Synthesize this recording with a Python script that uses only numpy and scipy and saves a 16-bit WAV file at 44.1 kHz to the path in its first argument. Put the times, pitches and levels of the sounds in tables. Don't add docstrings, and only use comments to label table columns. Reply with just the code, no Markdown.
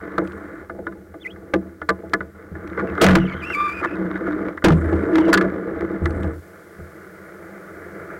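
import sys
import numpy as np
from scipy import signal
from scipy.fft import rfft, irfft
from scipy.io import wavfile
from scipy.ndimage import uniform_filter1d

SR = 44100
rng = np.random.default_rng(int(sys.argv[2]) if len(sys.argv) > 2 else 0)


def digitize_waveform(pressure):
    field = np.atleast_2d(pressure).T
    bounded = np.clip(field, -1, 1)
    quanta = np.round(bounded * 32767).astype(np.int16)
    wavfile.write(sys.argv[1], SR, quanta)


N = 361179
TIME = np.arange(N) / SR

# (f/Hz, relative level/dB, t60/s before scaling)
FLEX_MODES = [(44.8, -16.5, 0.39), (73.4, 0.5, 0.15), (81.76, 2.5, 0.44), (98.3, -9.5, 0.31),
              (104.6, -1.5, 0.1), (144.8, -8, 0.47), (173, 1.5, 0.092)]
# (f/Hz, relative level/dB, t60/s before scaling)
PANEL_MODES = [(187.45, -11, 0.42), (199.2, -10.5, 0.31), (258.8, -27, 0.83), (301.1, -2, 0.19),
               (330.2, 1.5, 0.17), (355.9, -1, 0.12), (395.9, -4, 0.11), (454.9, 2, 0.088),
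               (509.2, -2, 0.09), (591.7, -2.5, 0.048), (660.2, -3.5, 0.1), (833.6, -8, 0.07)]
# (f/Hz, relative level/dB, t60/s before scaling)
CASE_MODES = [(1022, -20, 0.11), (1185.3, -6, 0.052), (1327, 4, 0.013), (1454, -1, 0.047),
              (1565, -3.5, 0.032), (1714, -0.5, 0.041), (1948, -4, 0.02), (2066, -8.5, 0.032),
              (3160, -9.5, 0.0045), (3740, -28, 0.043), (4220, -45, 0.0045)]

# (start t/s, end t/s, flex level/dB, panel level/dB, rasp level/dB, growth from start to end/dB)
SLIDES = [(-.05, 0.607, -49.5, -35.5, -42, -5), (0.704, 0.994, -48, -38, -77, -8),
          (1.207, 1.7, -52, -39, -53.5, 0.5), (1.88, 2.252, -52, -40.5, -55, -5),
          (2.32, 2.498, -69, -46.5, -51.5, -10), (2.509, 2.988, -35, -24, -33, 12),
          (2.993, 3.155, -36, -19, -22, -14), (3.21, 3.89, -46, -33.5, -34.5, 0.5),
          (3.858, 4.488, -45.5, -23.5, -34.5, 1.5), (4.695, 4.928, -24.5, -19.5, -30.5, 8),
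          (4.91, 5.453, -57, -15.5, -29, 4.5), (5.445, 5.973, -44, -23, -36.5, 2),
          (5.978, 6.302, -28, -25.5, -38.5, -1)]
# (flex level/dB, panel level/dB, rasp level/dB)
RESTING_DB = (-50.5, -45.5, -72.5)
# (middle t/s, half-length/s, panel level/dB, rasp level/dB)
SCUFFS = [(2.801, 0.014, -45, -23), (2.832, 0.02, -20, -75), (3.843, 0.013, -40.5, -21),
          (4.275, 0.024, -32, -34)]
GRIP_S, COAST_S = 0.079, 0.048
GRIT_PER_S, GRIT_DB = 20, 1.5
FLOAT_S = 6.42

# (f/Hz, relative density level/dB per Hz)
WASH_COLOUR = [(35, -52), (60, -15), (92, 0), (112, -34.5), (129, -14), (188, 1.5), (206, 1), (226, -31.5),
               (280, -54), (321, 1), (374, -3), (638, -9.5), (880, -33.5), (1430, -8.5), (2300, -20.5),
               (2990, -36), (5060, -120)]
SHALLOWS_DB = -50
WASH_DB, WASH_GAIN_DB_PER_S = -43, 5

# (t/s, hull flex level/dB, panel ring level/dB, sharp clack level/dB)
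KNOCKS = [(0.18, -25, -8, 0), (.218, -48, -12.5, -33), (.696, -62, -20.5, -18.5), (0.787, -35, -18.5, -32),
          (0.867, -57, -22, -10.5), (.921, -60, -40, -27.5), (1.14, -54, -24, -26),
          (1.359, -69, -45, -30.5), (1.536, -29, 0.5, -0.5), (1.816, -42, -20, -12), (1.889, -38, -13, 3.5),
          (1.9, -33, -9.5, -7), (2.033, -41, -21, -50), (2.134, -39, -7.5, 3.5), (2.205, -30, -20.5, -14),
          (2.516, -21, -30, -50), (2.551, -47, -25, -21.5), (2.774, -27.5, -11, -10),
          (2.978, -45, -18, -9.5), (3.014, -26, 21, 18), (3.152, -6.5, -1.5, 6.5), (3.237, -30, -18, -35),
          (3.34, -21.5, -23.5, -19), (3.501, -52, -21, -10), (3.812, -36, -17, -22), (3.846, -46, -17, -8),
          (4.155, -42, -29, -11), (4.574, -55, -38, -14.5), (4.621, -58, -28, -19.5),
          (4.641, -1, 15.5, 7.5), (4.72, -12, -15, -5.5), (4.924, -15, -8.5, -31), (5.153, -50, -9, -5.5),
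          (5.181, -27, -8.5, -3), (5.279, -49, -5, -16), (5.328, -45, -5.5, 8), (5.338, -33, -18, 7),
          (5.373, -29, -24, 5), (5.409, -30, -20, -5), (5.819, -21.5, -15, -17), (6.018, -10.5, -19, -46),
          (6.057, -37, -18.5, -10.5), (6.197, -21, -18, -33), (6.243, -14.5, -21, -23),
          (6.789, -25, -32, -60)]
# (first rebound t/s, flex level/dB, panel level/dB, clack level/dB)
JUDDERS = [(3.040, 1, 1.5, 11), (4.66, -4.5, -2.5, 2.5)]
REBOUND_S = .0218
# (flex level/dB, panel level/dB, clack level/dB)
REBOUND_LOSS_DB = (1, 2.5, 4.5)

# (t/s, peak level/dB)
TICKS = [(0.2746, -40), (0.3205, -40), (2.0964, -47), (2.675, -37), (3.8125, -44), (6.057, -24.5),
         (6.107, -35), (6.2326, -35), (6.244, -41)]
# (t/s, level/dB)
JINGLES = [(.24, -67), (4.73, -59.5), (6.03, -63), (6.17, -86)]
JINGLE_DECAY_S = 0.31

# (t/s, f/Hz, level/dB)
SQUEAK = [(1.2, 3253, -64), (1.222, 3557, -47.5), (1.238, 3000, -58), (1.254, 1986, -33.5),
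          (1.268, 2020, -26.5), (1.284, 2620, -53), (1.296, 2500, -54), (1.312, 3270, -44),
          (1.335, 3352, -63)]
# (t/s, f/Hz, level/dB)
SQUEAL = [(3.42, 2569, -45), (3.434, 2340, -30), (3.458, 2720, -38.5), (3.526, 2762, -33),
          (3.55, 2274, -22.5), (3.576, 2240, -34), (3.726, 2356, -31.5), (3.746, 2510, -41),
          (3.792, 2426, -34.5), (3.815, 2480, -37)]
PRESS_S, PRESS_HALF_S = 3.635, 0.067
OCTAVE_DROP_DB = -21.5
LOCK_HZ, LOCK_GRIP = 1184, 1.8

# (start t/s, end t/s, f/Hz, level/dB)
SKITTERS = [(2.872, 2.91, 2690, -45), (3.168, 3.275, 2990, -36), (3.272, 3.346, 2274, -30.5),
            (3.283, 3.427, 3060, -45), (3.866, 3.953, 2510, -38.5), (5.171, 5.303, 2950, -40.5)]
CHIRP_S = .034
CHIRP_SPREAD, CHIRP_SAG, CHIRP_BEND = 0.023, 0.093, 0.066

# (start t/s, length/s, starting f/Hz, peak level/dB)
GROANS = [(3.029, 0.28, 176, -14.5), (3.87, 0.51, 180.6, -28), (3.95, 0.13, 319, -24.5),
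          (4.25, 0.29, 305, -27), (4.68, 0.12, 161.6, -10.5), (5.02, 0.53, 313.6, -15.5)]
GROAN_RISE_PER_S, GROAN_PEAK_AT = .14, 0.34
GROAN_FLUTTER_DB = 2.3

CASE_CUT_HZ, CASE_LEAK_DB = 2236, -6.5
OVERLOAD = .32
HISS_DB, HISS_LATE_DB, HISS_STEP_S = -65, -59, 6.33
WHINE_HZ, WHINE_DB = 10850, -79
CUTOFF_HZ = 16100


def from_db(db):
    return 10 ** (np.asarray(db) / 20)


def rms_one(x):
    return x / np.sqrt(np.mean(x ** 2) + 1e-20)


def in_time(rows):
    s, *columns = np.transpose(rows)
    return [np.interp(TIME, s, c) for c in columns]


def butter(x, hz, kind, order=2):
    return signal.sosfilt(signal.butter(order, np.clip(hz, 10, .45 * SR), kind, fs=SR, output="sos"), x)


def drift(hz):
    return rms_one(butter(rng.standard_normal(N + SR), hz, "low")[SR:])


def swell(middle, half_length):
    return np.exp(-np.minimum(((TIME - middle) / half_length) ** 2, 50))


def ring(force, hz, t60):
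    r = from_db(-60 / (t60 * SR))
    w = 2 * np.pi * hz / SR
    return signal.lfilter([0, np.sin(w)], [1, -2 * r * np.cos(w), r * r], force + 1e-18)


def rub(modes, slips_per_s, size_db, tilt_db, damping):
    slip_sizes = from_db(size_db * np.minimum(rng.exponential(1, N), 4))
    slips = (rng.random(N) < slips_per_s / SR) * slip_sizes
    out = np.zeros(N)
    for hz, db, t60 in modes:
        force = slips * rng.standard_normal(N)
        out += from_db(db + tilt_db * np.log2(hz)) * ring(force, hz, t60 / damping)
    return rms_one(out)


def steady(x, window_s):
    power = uniform_filter1d(x ** 2, max(int(window_s * SR), 2))
    return x / np.sqrt(np.abs(power) + 1e-6)


def slide_gains():
    power = from_db(RESTING_DB)[:, None] ** 2
    for start, end, *db, growth_db in SLIDES:
        progress = np.clip((TIME - start) / (end - start), 0, 1)
        grip = np.clip((TIME - start) / GRIP_S, 0, 1)
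        coast = np.exp(-np.clip((TIME - end) / COAST_S, 0, 50))
        push = grip * coast * from_db(growth_db * (progress - 1.0))
        power = power + np.outer(from_db(db), push) ** 2
    return np.sqrt(power)


def grit_ticks(rasp_gain):
    crack_sizes = from_db(GRIT_DB + 4.3 * rng.standard_normal(N))
    cracks = (rng.random(N) < GRIT_PER_S / SR) * crack_sizes * rasp_gain
    return sum(from_db(db / 2) * ring(cracks * rng.standard_normal(N), hz, t60 * 0.22)
               for hz, db, t60 in CASE_MODES)


def scrape():
    flex_gain, panel_gain, rasp_gain = slide_gains()
    panel_scuffs = sum(from_db(db) * swell(s, width) for s, width, db, _ in SCUFFS)
    rasp_scuffs = sum(from_db(db) * swell(s, width) for s, width, _, db in SCUFFS)
    panel_gain = from_db(-2.5) * panel_gain + panel_scuffs
    rasp_gain = from_db(-0.2) * rasp_gain + rasp_scuffs
    flex = steady(rub(FLEX_MODES, slips_per_s=340, size_db=1.0, tilt_db=-4.5, damping=0.72), window_s=0.42)
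    panels = steady(rub(PANEL_MODES, slips_per_s=350, size_db=2.5, tilt_db=-3.5, damping=0.77), window_s=0.1)
    rasp = steady(rub(CASE_MODES, slips_per_s=2500, size_db=3.0, tilt_db=-3.4, damping=1.21), window_s=0.052)
    catching = from_db(0.52 * drift(50))
    gritty_rasp = rasp_gain * catching * butter(rasp, 820, "high")
    return flex_gain * flex + panel_gain * panels + gritty_rasp + grit_ticks(rasp_gain)


def water():
    hz, db = np.transpose(WASH_COLOUR)
    bins = np.maximum(np.fft.rfftfreq(N, 1 / SR), 1)
    colour = from_db(np.interp(np.log(bins), np.log(hz), db))
    wash = rms_one(irfft(rfft(rng.standard_normal(N)) * colour, N))
    hum = rub(PANEL_MODES, slips_per_s=3100, size_db=4.5, tilt_db=2.5, damping=0.94)
    trickle = rub(CASE_MODES, slips_per_s=700, size_db=3.0, tilt_db=-1.0, damping=0.82)
    level_db = np.where(TIME < FLOAT_S, SHALLOWS_DB, WASH_DB + WASH_GAIN_DB_PER_S * (TIME - FLOAT_S))
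    lapping_db = 0.78 * drift(7.3)
    mix = from_db(-3.5) * wash + from_db(-7) * hum + from_db(-8.5) * trickle
    return from_db(level_db + lapping_db) * mix


def all_blows():
    rebounds = []
    for s, *db in JUDDERS:
        for k in range(4):
            weakened_db = np.array(db) - k * np.array(REBOUND_LOSS_DB)
            rebounds.append((s + k * REBOUND_S, *weakened_db))
    return np.array(KNOCKS + rebounds)


def strike(modes, level_db, scatter_db, chatter, chatter_s):
    at = (all_blows()[:, 0] * SR).astype(int)
    age = TIME[:SR // 4]
    fade = np.exp(-age / chatter_s)
    fade /= np.linalg.norm(fade)
    total = np.linalg.norm(from_db(np.array(modes)[:, 1]))
    out = np.zeros(N)
    for k, (hz, mode_db, t60) in enumerate(modes):
        blows = chatter * fade * rng.standard_normal((len(at), len(age)))
        blows[:, 0] += (-1) ** k
        share_db = level_db + mode_db + scatter_db * rng.standard_normal(len(at))
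        blows *= from_db(share_db)[:, None]
        force = np.zeros(N + len(age))
        for start, blow in zip(at, blows):
            force[start:start + len(age)] += blow
        out += ring(force[:N], hz, t60)
    return out / total


def knocks():
    _, flex_db, panel_db, clack_db = all_blows().T
    flex = strike(FLEX_MODES, flex_db, scatter_db=0.6, chatter=0.21, chatter_s=0.026)
    panels = strike(PANEL_MODES, panel_db - 4.5, scatter_db=0.5, chatter=0.82, chatter_s=0.014)
    clack = strike(CASE_MODES, clack_db - 4.5, scatter_db=2.63, chatter=0.77, chatter_s=0.0065)
    return flex + panels + clack


def bursts(rows, decay_s):
    return sum(from_db(db) * (TIME >= s) * np.exp(-np.clip((TIME - s) / decay_s, 0, 50)) for s, db in rows)


def small_sounds():
    tick_noise = butter(butter(rng.standard_normal(N), 1930, "low"), 890, "high")
    ticks = bursts(TICKS, decay_s=0.0028) * rms_one(tick_noise)
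    pings = sum(ring(rng.standard_normal(N) * (rng.random(N) < 90 / SR), hz, 0.0023)
                for hz in np.linspace(7200, 9600, num=9))
    jingles = bursts(JINGLES, decay_s=JINGLE_DECAY_S) * rms_one(pings)
    return from_db(1) * ticks + jingles


def squeal(phase, overtone_db):
    return np.sin(phase) + from_db(overtone_db) * (np.sin(2 * phase) + from_db(-10) * np.sin(3 * phase))


def squeak(rows, gain_db, waver, grit_db, overtone_db):
    hz, level_db = in_time(rows)
    pressed = np.exp(-np.minimum(np.abs((TIME - PRESS_S) / PRESS_HALF_S) ** 4, 50))
    locked = np.clip(LOCK_GRIP * pressed, 0, 1)
    free_hz = hz * (1 + waver * drift(665))
    locked_hz = 2 * LOCK_HZ * (1 + 0.016 * drift(240))
    phase = 2 * np.pi * np.cumsum((1 - locked) * free_hz + locked * locked_hz) / SR
    half_pitch = np.sin(phase / 2) + from_db(-26.5) * np.sin(phase + phase / 2)
    doubled = from_db(OCTAVE_DROP_DB + 3.2 * drift(29.2)) * pressed * half_pitch
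    grit = from_db(grit_db) * butter(rng.standard_normal(N), 8200, "low", order=1)
    touching = (TIME > rows[0][0]) & (TIME < rows[-1][0])
    flutter = from_db(2.6 * drift(150))
    tone = flutter * from_db(level_db + gain_db) * (squeal(phase, overtone_db) + grit)
    return np.sqrt(2) * touching * (tone + doubled)


def skitter():
    out = np.zeros(N)
    unsteady = 1 + 0.051 * drift(700)
    chances = rng.standard_normal((len(SKITTERS), 16, 3))
    for (start, end, hz, db), chance in zip(SKITTERS, chances):
        count = int(np.clip(round((end - start) / CHIRP_S), 1, len(chance)))
        shares = np.cumsum(np.r_[0, np.exp(.25 * chance[:count, 0])])
        edges = ((start + (end - start) * shares / shares[-1]) * SR).astype(int)
        for first, last, (_, detune, bend) in zip(edges, edges[1:], chance):
            progress = np.linspace(0, 1, last - first)
            glide = (CHIRP_BEND * bend - CHIRP_SAG) * (progress - .5)
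            pitch = hz * (1 + CHIRP_SPREAD * detune + glide) * unsteady[first:last]
            phase = 2 * np.pi * np.cumsum(pitch) / SR
            envelope = np.sqrt(np.abs(np.sin(np.pi * progress)))
            out[first:last] += from_db(db) * envelope * squeal(phase, overtone_db=-25)
    return out * from_db(2.6 * drift(160) - 3.5)


def groan(start, length, hz, peak_db):
    age = TIME - start
    pitch = hz * (1 + GROAN_RISE_PER_S * age + 0.02226 * drift(34.0))
    phase = 2 * np.pi * np.cumsum(pitch) / SR
    envelope = np.interp(age / length, [0, GROAN_PEAK_AT, 1], [0, 1, 0])
    gain = envelope * from_db(peak_db + GROAN_FLUTTER_DB * drift(23))
    return np.sqrt(2) * gain * (np.sin(phase) + from_db(-21.5) * np.sin(2 * phase))


def through_case(x):
    x = butter(x, 38, "high")
    leak = from_db(CASE_LEAK_DB) * butter(x, CASE_CUT_HZ, "high")
    return butter(x, CASE_CUT_HZ, "low", order=14) + leak


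def scene():
    aground = np.clip((FLOAT_S - TIME) / 0.023, 0, 1)
    boat = aground * scrape() + knocks() + sum(groan(*row) for row in GROANS)
    short_squeak = squeak(SQUEAK, gain_db=2, waver=0.0082, grit_db=-28, overtone_db=-45)
    long_squeal = squeak(SQUEAL, gain_db=0, waver=0.0235, grit_db=-23, overtone_db=-25)
    branch = short_squeak + long_squeal + skitter()
    return (through_case(boat + water()) + branch + small_sounds())[None]


def overload(x, count=4):
    fine = signal.resample_poly(x, count, 1, axis=-1)
    return signal.resample_poly(np.clip(fine, -OVERLOAD, OVERLOAD), 1, count, axis=-1)


def record(dry):
    hiss_db = np.where(TIME < HISS_STEP_S, HISS_DB, HISS_LATE_DB)
    white = rng.standard_normal(N)
    hiss = from_db(hiss_db) * rms_one(white + 0.071 * butter(white, 2700, "low", order=1))
    whine_tone = rms_one(ring(rng.standard_normal(N), WHINE_HZ, .015))
    whine = from_db(WHINE_DB) * (TIME > HISS_STEP_S) * whine_tone
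    top_cut = signal.firwin(255, CUTOFF_HZ, fs=SR)
    return signal.fftconvolve(overload(dry) + hiss + whine, top_cut[None], mode="same")


dry = scene()
out = record(dry)
digitize_waveform(out)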